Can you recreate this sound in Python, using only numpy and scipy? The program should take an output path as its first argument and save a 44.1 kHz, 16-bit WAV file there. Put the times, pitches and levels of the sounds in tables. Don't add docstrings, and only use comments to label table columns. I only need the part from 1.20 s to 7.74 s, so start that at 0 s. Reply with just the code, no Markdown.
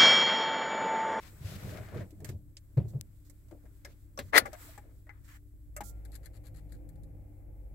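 import sys
import numpy as np
from scipy import signal
from scipy.fft import irfft, next_fast_len
from scipy.io import wavfile
from scipy.ndimage import uniform_filter1d

SR = 44100
rng = np.random.default_rng(int(sys.argv[2]) if len(sys.argv) > 2 else 0)


def master(y):
    cut = np.clip(np.atleast_2d(y).T, -1, 1)
    pcm = np.round(cut * 32767)
    wavfile.write(sys.argv[1], SR, pcm.astype(np.int16))


def voltage_ratio(level):
    return 10 ** (np.asarray(level, float) / 20)


N = 288414
T = np.arange(N) / SR

# (t/s,
# held/s, fibre hiss level/dB, rubbing level/dB, left-right/dB)
CLOTH_STROKES = [(0.031, 0.048, -59.5, -58.5, 7.5), (0.272, 0.088, -51.5, -55.5, 5.5),
                 (0.397, .15, -56.5, -54.5, 3.5), (0.575, 0.012, -59.5, -49, 6), (.62, 0.15, -67, -57, 6.5),
                 (0.772, 0.047, -64.5, -52.5, 5.5), (1.11, .005, -63.5, -71, 0),
                 (2.677, 0.042, -67.5, -68.5, -1), (2.76, 0.029, -85, -81, 6),
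                 (3.21, 0.0022, -63.5, -48.5, -5), (3.27, 0.0061, -65, -60, -12.5),
                 (3.345, 0.0049, -72.5, -58.5, 16), (3.408, 0.15, -63.5, -61.5, -2),
                 (3.618, 0.097, -85, -73.5, 6.5), (3.925, 0.056, -89.5, -70, 6.5)]
CLOTH_RISE_S, CLOTH_FALL_S = 0.24, 0.13
# (f/Hz, level/dB per Hz)
GEAR_SPECTRUM = [(3300, -10.5), (4300, -1), (5800, -14), (7200, -2.5), (9500, -8), (11500, -0.5),
                 (13500, -9.5), (14500, -20.5)]
PEDAL_S = 1.5


def rms_one(x):
    return x / np.sqrt(np.mean(x ** 2) + 1e-20)


def peak_one(x):
    return x / np.max(np.abs(x))


def in_time(rows):
    s, *columns = np.transpose(rows)
    return [np.interp(T, s, c) for c in columns]


def at_hz(points, hz):
    f, level = np.transpose(points)
    return np.interp(np.log(hz), np.log(f), level)


def drift(rate):
    r = np.exp(-80 * np.pi * rate / SR)
    slow = signal.lfilter([1], [1, -2 * r, r * r], rng.standard_normal(N // 40 + 2002))[2000:]
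    return np.interp(np.arange(N) / 40, np.arange(len(slow)), rms_one(slow))


def sides(db):
    return voltage_ratio(np.clip(np.array([db / 2, -db / 2]), -15, 15)).reshape(2, -1)


def coloured(spectrum, alike=None):
    # (f/Hz, left-right likeness)
    likeness = [(60, -0.51), (180, 0.77), (550, 0.33), (1650, -0.044), (4970, -0.85), (15000, -0.03)]
    size = next_fast_len(N)
    hz = np.maximum(np.fft.rfftfreq(size, 1 / SR), 1)
    c = np.clip(at_hz(likeness, hz) if alike is None else alike, 0, 1)
    phase = np.exp(2j * np.pi * rng.random((2, len(hz))))
    mid, side = rng.standard_normal((2, len(hz))) * phase
    both = np.sqrt(1 + c) * mid + np.sqrt(1 - c) * side * [[1], [-1]]
    inside = (hz >= spectrum[0][0]) & (hz <= spectrum[-1][0])
    return rms_one(irfft(both * voltage_ratio(at_hz(spectrum, hz)) * inside, size)[:, :N])


def band(x, low_hz, high_hz, order=2):
    return signal.sosfilt(signal.butter(order, [low_hz, high_hz], "band", fs=SR, output="sos"), x)


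def resonate(x, hz, width_hz):
    r = np.exp(-np.pi * width_hz / SR)
    g = (1 - r * r) / 2
    return signal.lfilter([g, 0, -g], [1, -2 * r * np.cos(2 * np.pi * hz / SR), r * r], x)


def add(out, s, piece):
    i = round(s * SR)
    out[:, i:i + piece.shape[-1]] += piece[..., :N - i]


def packet(hz, swell_s):
    t = T[:SR // 20]
    return peak_one((t / swell_s) ** 2 * np.exp(-t / swell_s) * np.sin(2 * np.pi * hz * t))


def left_late(x):
    return np.array([np.roll(x[0], 21), x[1]])


def strokes(rows, column, rise_s, fall_s):
    s, held, db = (np.array(rows)[:, [c]] for c in (0, 1, column))
    t = T[::44]
    before, after = np.maximum(s - t, 0), np.maximum(t - s - held, 0)
    each = db - 60 * (before / rise_s + after / fall_s)
    total_db = 10 * np.log10(np.sum(10 ** (each / 10), axis=0) + 1e-14)
    return np.interp(T, t, total_db), np.repeat(each.argmax(axis=0), 44)[:N]


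def struck(t):
    direct = 0.7 * np.exp(-t / .002)
    held = np.exp(-(t / 0.019) ** 2)
    tail = 0.046 * voltage_ratio(-60 * t / 0.13)
    return np.minimum(t / 0.0006, 1) * (direct + held + tail)


def half_shared(t):
    return rng.standard_normal(len(t)) + .5 * rng.standard_normal((2, len(t)))


def panel(t):
    # (f/Hz, width/Hz, level/dB)
    modes = [(1720, 200, 0.5), (2117, 570, -1)]
    shake = half_shared(t)
    ring = sum(voltage_ratio(db) * resonate(shake, hz, width_hz) for hz, width_hz, db in modes)
    return peak_one(band(ring, 1190, 2216, order=4) * struck(t))


def narrowed(snap, s, order):
    # (t/s, low f/Hz, high f/Hz)
    narrow = [(1.369, 2100, 8900), (2.098, 4800, 15500), (4.564, 6100, 14200), (3.892, 3000, 7400),
              (5.689, 7700, 15000)]
    for at, low_hz, high_hz in narrow:
        if abs(at - s) < 1 / 100:
            snap = band(snap, low_hz, high_hz, order=order)
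    return snap


def friction(hiss, rows):
    spectrum = [(600, -27), (1000, -13.5), (1900, -7.5), (2500, -16.0), (3500, -21.0)]
    body, grain, out = coloured(spectrum, alike=0.038), voltage_ratio(1.1 * drift(98)), np.zeros((2, N))
    for s, length, body_db, hiss_db, pan_db in rows:
        at = slice(round(s * SR), round((s + length + 0.18) * SR))
        t = T[at] - s
        stroke = np.minimum(t / 0.0075, 1) * voltage_ratio(-60 * np.maximum(t - length, 0) / 0.066) * grain[at]
        out[:, at] += stroke * (voltage_ratio(body_db) * body[:, at] + voltage_ratio(hiss_db) * hiss[:, at]) * sides(pan_db)
    return out


def seat():
    # (t/s, held/s, cushion level/dB, creak level/dB)
    shifts = [(0, 0.17, -53.5, -63), (.24, 0.13, -40, -51.5), (.45, 0.039, -37.5, -47),
              (.52, 0.1, -40, -48.5), (.74, 0.08, -35.5, -43.5), (.94, 0.0039, -55, -63.5),
              (1.02, .13, -40, -56.5), (1.75, 0.016, -38.5, -52), (3.42, 0.08, -73, -62),
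              (3.64, .08, -63, -63)]
    # (t/s, held/s, cushion level/dB, creak level/dB)
    jolts = [(1.6, 0.0042, -24.5, -40.5), (1.646, 0.033, -36.5, -53.5), (2.325, 0.003, -58, -44.5),
             (2.44, .02, -62, -57.5), (2.665, 0.023, -62, -55.5), (2.995, .005, -37, -41.5),
             (3.055, .005, -39, -63), (3.213, .003, -40, -41.5), (3.26, 0.024, -62, -46),
             (3.58, 0.0054, -64.5, -55)]
    creak_haste = 1.6
    kinds = [(shifts, 0.22, 0.39), (jolts, 0.037, 0.25)]
    cushion_db = np.maximum(*[strokes(rows, 2, rise, fall)[0] for rows, rise, fall in kinds])
    creak_db = np.maximum(*[strokes(rows, 3, rise, fall / creak_haste)[0] for rows, rise, fall in kinds])
    foam = coloured([(55, -11.5), (90, 3.0), (140, -2.0), (220, -7.5)], alike=0.8)
    frame = coloured([(190, -3.5), (300, 2.5), (600, -4.0), (800, -13.0), (1400, -33.5)], alike=.6)
    out = voltage_ratio(cushion_db - 6.0 + 1.7 * drift(8.1)) * foam * sides(0.92)
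    return out + voltage_ratio(creak_db - 3.5 + 1.5 * drift(37)) * frame * sides(2.86)


def still_cabin():
    # (t/s, level above rest/dB)
    stir = [(0, 15), (.29, 19), (.42, 21), (.75, 12.5), (1.2, 1.5), (1.69, 7.5), (2.0, 4.5), (2.48, 8),
            (3.11, 3), (3.19, -1), (3.33, 14), (3.42, 23.5), (3.68, 6.5), (3.92, 1.5), (4.04, 8),
            (4.19, 0.5), (4.75, 4.5), (6.0, -2)]
    # (f/Hz, level/dB per Hz)
    hiss_spectrum = [(1470, -45.5), (2500, -16), (3380, -9), (6300, -10.5), (7900, -0.5), (9200, -10),
                     (11500, -4), (16000, -4.5)]
    # (f/Hz, level/dB per Hz)
    murmur_spectrum = [(800, -3), (1000, -2.5), (1500, -1), (2150, -3.5), (2500, -7.5), (3400, -20.5)]
    stir_db, = in_time(stir)
    hiss = voltage_ratio(-81.5 + stir_db + 1.6 * drift(4.6)) * coloured(hiss_spectrum, alike=0)
    murmur = voltage_ratio(-88.5 + 1.2 * stir_db) * coloured(murmur_spectrum)
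    return hiss * sides(0.82) + murmur * sides(1.4)


def machine_hum():
    # (multiple of the shaft rate, level/dB)
    orders = [(1, -0.5), (2, -1.5), (3, -0.5), (3.5, -16), (4, -11.5), (5, -26), (9, -11.5), (10, -19.5),
              (12, -28.5)]
    shaft_hz, load_s = 32.82, 4.49
    turn = 2 * np.pi * shaft_hz * T
    db = -59 + 2.5 * np.clip((T - load_s) / 0.14, 0, 1)
    tones = sum(voltage_ratio(level + .4 * k * drift(9)) * np.sin(k * turn + rng.uniform(0, 2 * np.pi))
                for k, level in orders)
    return np.sqrt(2) * voltage_ratio(db) * tones * sides(2.1)


def passing_vehicle():
    # (t/s, firing f/Hz, tone level/dB)
    engine = [(0, 54.96, -66.5), (1.9, 55.56, -65), (4.3, 54.48, -59), (4.75, 54.07, -49),
              (5.04, 53.87, -49.5), (5.13, 53.5, -53.5), (5.2, 53.6, -50.5), (5.29, 53.52, -56.5),
              (5.37, 53.26, -49), (5.45, 53.68, -46.5), (5.7, 53.26, -48.5), (5.95, 52.2, -54.5),
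              (6.12, 50.2, -61), (6.3, 50.87, -51.5), (6.54, 50.57, -48.5)]
    # (f/Hz, level/dB per Hz)
    rumble_spectrum = [(40, -5), (70, 4), (150, -8.5), (200, -15), (290, -13), (400, -24.5), (600, -25),
                       (900, -41.5)]
    nearest_s, approach_s, retreat_s, far_db, near_db = 5.7, 0.55, 0.59, -75, -66
    hz, tone_db = in_time(engine)
    nearness = 1 / (1 + ((T - nearest_s) / np.where(T < nearest_s, approach_s, retreat_s)) ** 2)
    rumble_db = far_db + (near_db - far_db) * nearness
    turn = 2 * np.pi * np.cumsum(hz) / SR
    tones = sum(voltage_ratio(db + wobble_db * drift(3.2)) * np.sin(k * turn - [[0], [.5]])
                for k, db, wobble_db in [(1, 3.0, 1.9), (2, -14.5, 1.7), (3, -21.0, 2.2)])
    rumble = voltage_ratio(rumble_db + 14.0 + 2 * drift(29.0)) * coloured(rumble_spectrum)
    return np.sqrt(2) * voltage_ratio(tone_db) * tones + rumble


def cloth():
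    # (f/Hz, level/dB per Hz)
    fibre_spectrum = [(1410, -29), (2400, 1), (2950, -2), (3770, -1), (7830, -6.5), (9030, -11),
                      (11600, -5.5), (16000, -13)]
    fibre_db, loudest = strokes(CLOTH_STROKES, 2, CLOTH_RISE_S, CLOTH_FALL_S)
    rub_db, _ = strokes(CLOTH_STROKES, 3, CLOTH_RISE_S, CLOTH_FALL_S)
    pan_db = uniform_filter1d(np.array(CLOTH_STROKES)[loudest, -1], size=441)
    rub_spectrum = [(500, -3), (900, -2.0), (1500, 1.0), (2200, -1.0), (2800, -17), (4500, -17.5)]
    rub = voltage_ratio(rub_db - 3.5 + 1.8 * drift(140)) * coloured(rub_spectrum, alike=0.066)
    hiss = voltage_ratio(fibre_db - 2 + 1.5 * drift(25)) * coloured(fibre_spectrum, alike=0.04)
    return (hiss + rub) * sides(pan_db)


def crackle():
    snaps_per_s = 900
    rub_db, _ = strokes(CLOTH_STROKES, 3, CLOTH_RISE_S, CLOTH_FALL_S)
    sizes = voltage_ratio(3.1 * np.minimum(rng.exponential(1, N), 3)) * rng.choice([-1, 1], N)
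    snaps = band(sizes * (rng.random(N) < snaps_per_s / SR) + 1e-18, 1200, 2380)
    return voltage_ratio(rub_db - 9) * rms_one(snaps) * (T < PEDAL_S) * sides(3.1)


def thumps():
    # (t/s, peak level/dB, f/Hz, length/s, crunch level/dB)
    blows = [(0.208, -30, 118, 0.023, -34), (0.24, -25, 92, 0.042, -32), (0.4405, -28, 125, 0.029, -23),
             (0.757, -31, 127, 0.036, 2), (0.801, -26.5, 98, 0.039, -6.5), (0.921, -42, 305, 0.035, -8),
             (1.004, -31.5, 115.5, 0.067, -7), (1.086, -29, 112, 0.035, -6.5),
             (1.138, -30.5, 91, 0.06, -42), (1.5655, -9, 130, 0.039, -19), (1.7358, -21, 130.7, 0.056, -24),
             (1.573, -26.5, 511, 0.017, -18), (1.6066, -21, 110, 0.024, -22),
             (1.637, -25, 108, 0.031, -14.5)]
    out, t = np.zeros((2, N)), T[:SR // 3]
    for s, db, hz, length, crunch_db in blows:
        skew = 0.68 if s < PEDAL_S else 1
        swell = np.sin(np.pi * np.minimum(t / length, 1) ** skew) ** 2
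        push = peak_one(-swell * np.sin(2 * np.pi * hz * t))
        crunch = peak_one(band(rng.standard_normal(len(t)), 270, 438) * swell)
        add(out, s, sides(1.0) * voltage_ratio(db - 5.5) * (push + voltage_ratio(crunch_db) * crunch))
    return out


def creaks():
    # (t/s, peak level/dB)
    slips = [(0.282, -55), (0.321, -45), (0.401, -51), (0.479, -45), (0.525, -44), (0.53, -44),
             (0.545, -47), (0.555, -44), (0.566, -41), (0.583, -42), (0.597, -44), (0.605, -46),
             (0.624, -49), (0.687, -48), (0.745, -51), (0.807, -38), (1.735, -55)]
    out = np.zeros((2, N))
    for s, db in slips:
        hz = 625 * (1 + 0.079 * rng.uniform(-0.57, 1))
        add(out, s, voltage_ratio(db - 3.0) * packet(hz, 0.0017) * sides(7.2))
    return out


def cracks():
    # (t/s, peak level/dB, low f/Hz, high f/Hz, t60/s)
    bursts = [(0.544, -60, 1500, 5000, .05), (.686, -51, 1200, 5000, .06),
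              (0.771, -51.5, 1200, 5000, 0.067), (1.091, -48, 900, 6000, 0.053),
              (1.572, -54, 800, 3000, 0.24), (1.735, -61.5, 500, 1200, 0.084),
              (2.648, -43, 2200, 7000, 0.054), (2.989, -35, 2280, 4550, 0.079),
              (3.178, -19, 5200, 7500, 0.038), (5.689, -60, 2500, 11960, 0.029)]
    out, t = np.zeros((2, N)), T[:SR // 5]
    for s, db, low_hz, high_hz, t60 in bursts:
        shake = rng.standard_normal(len(t)) + .6 * rng.standard_normal((2, len(t)))
        add(out, s, voltage_ratio(db) * peak_one(band(shake * voltage_ratio(-60 * t / t60), low_hz, high_hz)) * sides(4.5))
    return out


def sparks():
    # (t/s, peak level/dB, f/Hz, width/Hz, left-right/dB)
    snaps = [
        (0.5735, -34.5, 1600, 1500, 9),
        (1.8113, -31.5, 6890, 8160, 25),
    ]
    out = np.zeros((2, N))
    impulse = 1. * (T[:SR // 20] == 0)
    for s, db, hz, width_hz, pan_db in snaps:
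        add(out, s, voltage_ratio(db) * peak_one(resonate(impulse, hz, width_hz)) * sides(pan_db))
    return left_late(out)


def clicks():
    # (t/s, body peak level/dB, panel level/dB, snap level/dB, left-right/dB)
    trim = [(0.745, -39.5, -61, -62.5, 7), (0.805, -60, -57, -64, 6), (0.906, -75, -85, -60, -7),
            (1.003, -62, -61, -62, -5), (1.045, -49, -41.5, -44, -5), (1.09, -50.5, -51, -48, -7.5),
            (1.368, -63.5, -60, -49.5, -3), (1.572, -42, -53, -65.5, 12.5), (2.097, -64, -60.5, -56, -5.5),
            (2.284, -70, -83, -69, -8), (2.311, -51.5, -66, -69, 16), (2.454, -61, -60, -69, 5),
            (2.649, -46, -39, -51, 3.5), (2.976, -41.5, -56, -53, -11), (2.989, -31, -30, -40, 3),
            (3.257, -40, -36, -51, 14.5), (3.33, -39.5, -46.5, -50, 5.5), (3.868, -57, -61, -75, 8),
            (4.564, -41.5, -39.5, -39, 2.5)]
    # (t/s, body peak level/dB, panel level/dB, snap level/dB, left-right/dB)
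    relays = [
        (3.577, -42.5, -46, -59.5, 11),
        (3.892, -50.5, -43, -75, 15),
        (4.606, -31, -40.5, -47.5, 7),
    ]
    # (f/Hz, level/dB per Hz)
    snap_spectrum = [(1500, -6), (3000, -3), (4800, -2.5), (6000, -2.5), (8000, 2.5), (9500, -6),
                     (12000, 0), (16000, -8)]
    low, out, t, bright = np.zeros((2, N)), np.zeros((2, N)), T[:SR // 4], coloured(snap_spectrum, alike=0.22)
    trim_hz = 594.5 + 50 * rng.uniform(-0.67, 1, len(trim))
    struck_parts = [(hz, 0.41, *row) for hz, row in zip(trim_hz, trim)] + [(824, 0.4, *row) for row in relays]
    for hz, knock, s, db, panel_db, snap_db, pan_db in struck_parts:
        body = np.sin(2 * np.pi * hz * t) + knock * rms_one(band(half_shared(t), 450, 1455))
        snap = bright[:, round(s * SR):][:, :len(t)] * struck(t) ** 1.72
        snap = peak_one(narrowed(snap, s, order=3))
        add(low, s, voltage_ratio(db) * peak_one(body * struck(t) ** 0.81) * sides(0.41 * pan_db))
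        add(out, s, (voltage_ratio(panel_db - 2) * panel(t) + voltage_ratio(snap_db + 9.0) * snap) * sides(pan_db))
    return low + left_late(out)


def drags():
    # (t/s, length/s, body level/dB, hiss level/dB, left-right/dB)
    rows = [(1.041, 0.061, -63.5, -65.5, 11), (1.678, 0.027, -83, -65.5, -6), (2.045, 0.035, -81, -70, -2),
            (3.006, 0.096, -72.5, -69, -2), (4.038, 0.036, -71.5, -68.5, -2),
            (4.077, 0.09, -62, -65.5, 0.5)]
    # (f/Hz, level/dB per Hz)
    trim_spectrum = [(2730, -43), (3460, -2.5), (4250, -0.5), (6120, -1.5), (7710, 4.5), (9780, -8),
                     (11000, 0.5), (16000, -1)]
    return friction(coloured(trim_spectrum, alike=0.07), rows)


def pings():
    # (t/s, f/Hz, peak level/dB, t60/s)
    rings = [(1.369, 5150, -40.5, 0.0098), (1.577, 4260, -59.5, 0.052), (2.65, 5340, -47, 0.04),
             (2.975, 5770, -40.5, 0.028), (2.976, 1137, -39, 0.11), (3.199, 1754, -47, 0.22),
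             (3.2, 1428, -45, .15), (3.335, 702, -48, 0.19), (3.254, 1170, -36.5, 0.063),
             (3.256, 800, -38, 0.11), (3.256, 2290, -49, 0.035), (4.566, 1260, -48.5, 0.21),
             (4.565, 2720, -52.5, 0.076), (3.332, 5800, -55, 0.044), (3.577, 7620, -52, 0.048),
             (3.868, 1910, -63.5, 0.16), (3.894, 2050, -48, 0.084), (3.894, 1955, -50.5, 0.085),
             (4.608, 202, -50.5, 0.32), (4.63, 1380, -61.5, 0.62)]
    out, t = np.zeros((2, N)), T[:SR // 2]
    for s, hz, db, t60 in rings:
        add(out, s, voltage_ratio(db - 60 * t / t60) * np.sin(2 * np.pi * hz * t) * sides(7.5))
    return left_late(out)


def knocks():
    # (t/s, peak level/dB, f/Hz, swell/s)
    notes_struck = [(1.677, -37, 116, 0.0036), (1.694, -42, 94, 0.0036), (2.315, -47, 330, 0.0033),
                    (3.133, -32.5, 580, 0.0011), (3.144, -32, 590, 0.0019), (3.152, -37, 540, 0.0019),
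                    (3.1585, -20, 530, 0.0012), (3.165, -26, 490, 0.0018), (3.176, -31, 640, 0.0014),
                    (3.186, -29, 640, .002), (3.193, -36, 520, .002), (3.264, -46, 483, 0.0018),
                    (3.276, -44, 516, 0.0022), (3.265, -44, 2030, .001), (3.274, -55, 1980, .0012),
                    (3.487, -53, 652, 0.0034), (4.581, -45.5, 607, 0.0029), (4.609, -49, 293, 0.0036)]
    out = np.zeros((2, N))
    for s, db, hz, swell_s in notes_struck:
        add(out, s, voltage_ratio(db) * packet(hz, swell_s) * sides(2.8))
    return out


def button():
    # (t/s, grip as squeak level/dB)
    press = [(3.126, -53), (3.135, -30.5), (3.147, -28), (3.166, -20), (3.175, -27), (3.179, -16),
             (3.187, -27), (3.211, -48.5), (3.25, -65.5)]
    # (t/s, peak level/dB, f/Hz)
    slips = [(3.1331, -23, 1880), (3.141, -27.5, 1800), (3.147, -17, 1970), (3.15, -19, 1970),
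             (3.1565, -10, 1970), (3.1625, -19, 1950), (3.1684, -11, 1960), (3.1775, -13.5, 2260),
             (3.1787, -13, 1740), (3.1792, -14.5, 1450)]
    # (f/Hz, width/Hz, level/dB)
    sleeve = [(1924, 190, -3), (1480, 500, -5.5), (1187, 400, -3.5)]
    # (f/Hz, level/dB per Hz)
    rattle_spectrum = [(1470, -32), (2500, -8.5), (3380, -4), (4340, -2), (5070, -9), (9580, -13),
                       (10400, -8), (16000, -19.5)]
    latch_s, grows_db_per_s, fades_db_per_s = 3.177, 479, 250
    grip_db = np.interp(T, *np.transpose(press), left=-150, right=-150)
    loose_db = -np.where(T < latch_s, grows_db_per_s, fades_db_per_s) * np.abs(T - latch_s)
    squeak, rattle = voltage_ratio(grip_db), voltage_ratio(grip_db + loose_db)
    knock = voltage_ratio(-33.5 + 0.86 * (grip_db + 26.5))
    kicks = np.zeros((1, N))
    for s, db, hz in slips:
        add(kicks, s, voltage_ratio(db) * packet(hz, .0006))
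    rough = rng.standard_normal((2, N))
    shaken = voltage_ratio(13) * squeak * rough[0] + 1e-18
    near = kicks + sum(voltage_ratio(db) * resonate(resonate(shaken, hz, w), hz, 3 * w) for hz, w, db in sleeve)
    far = voltage_ratio(5.0) * band(squeak * rough[1], 900, 1700)
    bright = rattle * voltage_ratio(1.0 + 2 * drift(180)) * coloured(rattle_spectrum, alike=0.13) * sides(5.0)
    dull = knock * coloured([(250, -6.0), (350, -4.5), (550, -1.0), (900, -3.0)], alike=0.53) * sides(15.0)
    return left_late(near * sides(12) + far * [[.3], [1]] + bright) + dull


def latch():
    # (t/s, peak level/dB)
    hits = [
        (3.175, -24),
        (3.1768, -11.5),
        (3.1794, -9),
        (3.1812, -14),
        (3.185, -22.5),
    ]
    out, t = np.zeros((2, N)), T[:SR // 20]
    for s, db in hits:
        shake = rng.standard_normal(len(t))
        metal = resonate(shake, 4600, 700) + .7 * resonate(shake, 10500, 2500)
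        add(out, s, voltage_ratio(db) * peak_one(metal * voltage_ratio(-60 * t / 0.045)) * sides(10.5) * [[1], [-1]])
    return out


def pump():
    # (f/Hz, level/dB per Hz)
    whirr_spectrum = [(170, -2), (220, -6), (300, 3), (400, 0), (520, 0), (800, -4.5), (950, -17.5),
                      (1800, -22)]
    # (f/Hz, width/Hz, level/dB)
    pan_modes = [(512, 43, -4.5), (623, 33, -13.5), (826, 40, -13.5)]
    on_s, spin_up_s, settle_s, start_db, run_db = 4.6, 0.044, 1, -63.5, -70
    since = np.maximum(T - on_s, 0)
    spin = np.minimum(since / spin_up_s, 1)
    gain = spin * voltage_ratio(run_db + (start_db - run_db) * np.exp(-since / settle_s))
    whirr = voltage_ratio(0.73 * drift(31) + drift(2.5)) * coloured(whirr_spectrum)
    whine = rms_one(resonate(resonate(rng.standard_normal((2, N)), 2100, 820), 2100, 600))
    shake, rings = rng.standard_normal((2, N)), 0
    for hz, width_hz, db in pan_modes:
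        ring = rms_one(resonate(resonate(shake, hz, width_hz), hz, width_hz))
        rings = rings + voltage_ratio(db + run_db + since + 2.1 * drift(4)) * ring
    return gain * (whirr + voltage_ratio(-16.5) * whine) * sides(5.4) + spin * rings * sides(6.7)


def puff():
    start_s, length_s = 4.634, .064
    fall = voltage_ratio(-60 * np.maximum(T - start_s - length_s, 0) / .08)
    gate = np.clip((T - start_s) / .004, 0, 1) * fall
    spectrum = [(3000, -18), (5500, -7.5), (7600, 1.5), (9000, -6), (11500, -0.5), (16000, -6)]
    return voltage_ratio(-62.5) * gate * coloured(spectrum, alike=0.19) * sides(-27)


def gauge_ticks():
    # (t/s, panel peak level/dB, snap level/dB)
    ticks = [(4.85, -58, -56), (4.918, -77, -57), (4.952, -55, -49), (5.057, -52.5, -51.5),
             (5.2668, -61.5, -59.5), (5.5207, -56.5, -56), (5.54, -64, -72), (5.7557, -74.5, -71.5),
             (5.689, -66.5, -58.5), (5.8333, -76.5, -64)]
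    out, t, plastic = np.zeros((2, N)), T[:SR // 4], coloured(GEAR_SPECTRUM, alike=0.25)
    for s, panel_db, snap_db in ticks:
        snap = plastic[:, round(s * SR):][:, :len(t)] * struck(t) ** 2.0
        snap = peak_one(narrowed(snap, s, order=1))
        ring = panel(t) * struck(t) ** 0.4
        add(out, s, (voltage_ratio(panel_db - 0.5) * ring + voltage_ratio(snap_db + 8.5) * snap) * sides(11.2))
    return left_late(out)


def gauge_gears():
    # (t/s, length/s, hiss level/dB)
    sweeps = [(4.925, 0.038, -65), (5.027, 0.044, -69), (5.131, 0.043, -71.5), (5.234, 0.05, -71),
              (5.341, 0.052, -70), (5.486, 0.083, -78)]
    hiss = coloured(GEAR_SPECTRUM, alike=0.22) * voltage_ratio(4.0 * drift(220))
    return friction(hiss, [(s, length, db - 2, db, 11) for s, length, db in sweeps])


def whine_swells():
    # (t/s, length/s, f/Hz, sag/Hz per s, peak level/dB)
    swells = [
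        (5.1, 0.32, 106.9, 3.9, -50),
        (5.25, 0.36, 151.8, 5.6, -57),
        (5.62, 0.44, 155, 16, -53),
        (5.9, 0.38, 101.1, 3.7, -55.5),
    ]
    out = np.zeros((2, N))
    for s, length, hz, sag, db in swells:
        t = T[:round(length * SR)]
        tone = np.sin(2 * np.pi * (hz - sag * t / 2) * t)
        add(out, s, voltage_ratio(db) * np.sin(np.pi * t / length) * tone * sides(.8))
    return out * voltage_ratio(1.5 * drift(12))


def top_cut(x):
    return signal.sosfilt(signal.ellip(10, .5, 70, 15800, fs=SR, output="sos"), x)


def scene():
    outside = machine_hum() + passing_vehicle() * sides(0.87) + whine_swells()
    driver = seat() + cloth() + crackle() + thumps() + creaks() + cracks()
    plastic = clicks() + drags() + pings() + knocks() + button() + latch()
    car = still_cabin() + pump() + puff() + gauge_ticks() + gauge_gears()
    return top_cut(outside + driver + plastic + car) + sparks()


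def band_limit(x):
    return signal.sosfilt(signal.butter(12, 16520, fs=SR, output="sos"), x)


def record(dry):
    hiss = voltage_ratio(-80) * rms_one(top_cut(band(rng.standard_normal(dry.shape), 10600, 14000, order=1)))
    whistle = voltage_ratio(-94 + 3.1 * drift(20)) * np.sin(2 * np.pi * 15628 * T)
    return band_limit(np.tanh(dry + hiss + whistle))


dry = scene()
out = record(dry)
master(out)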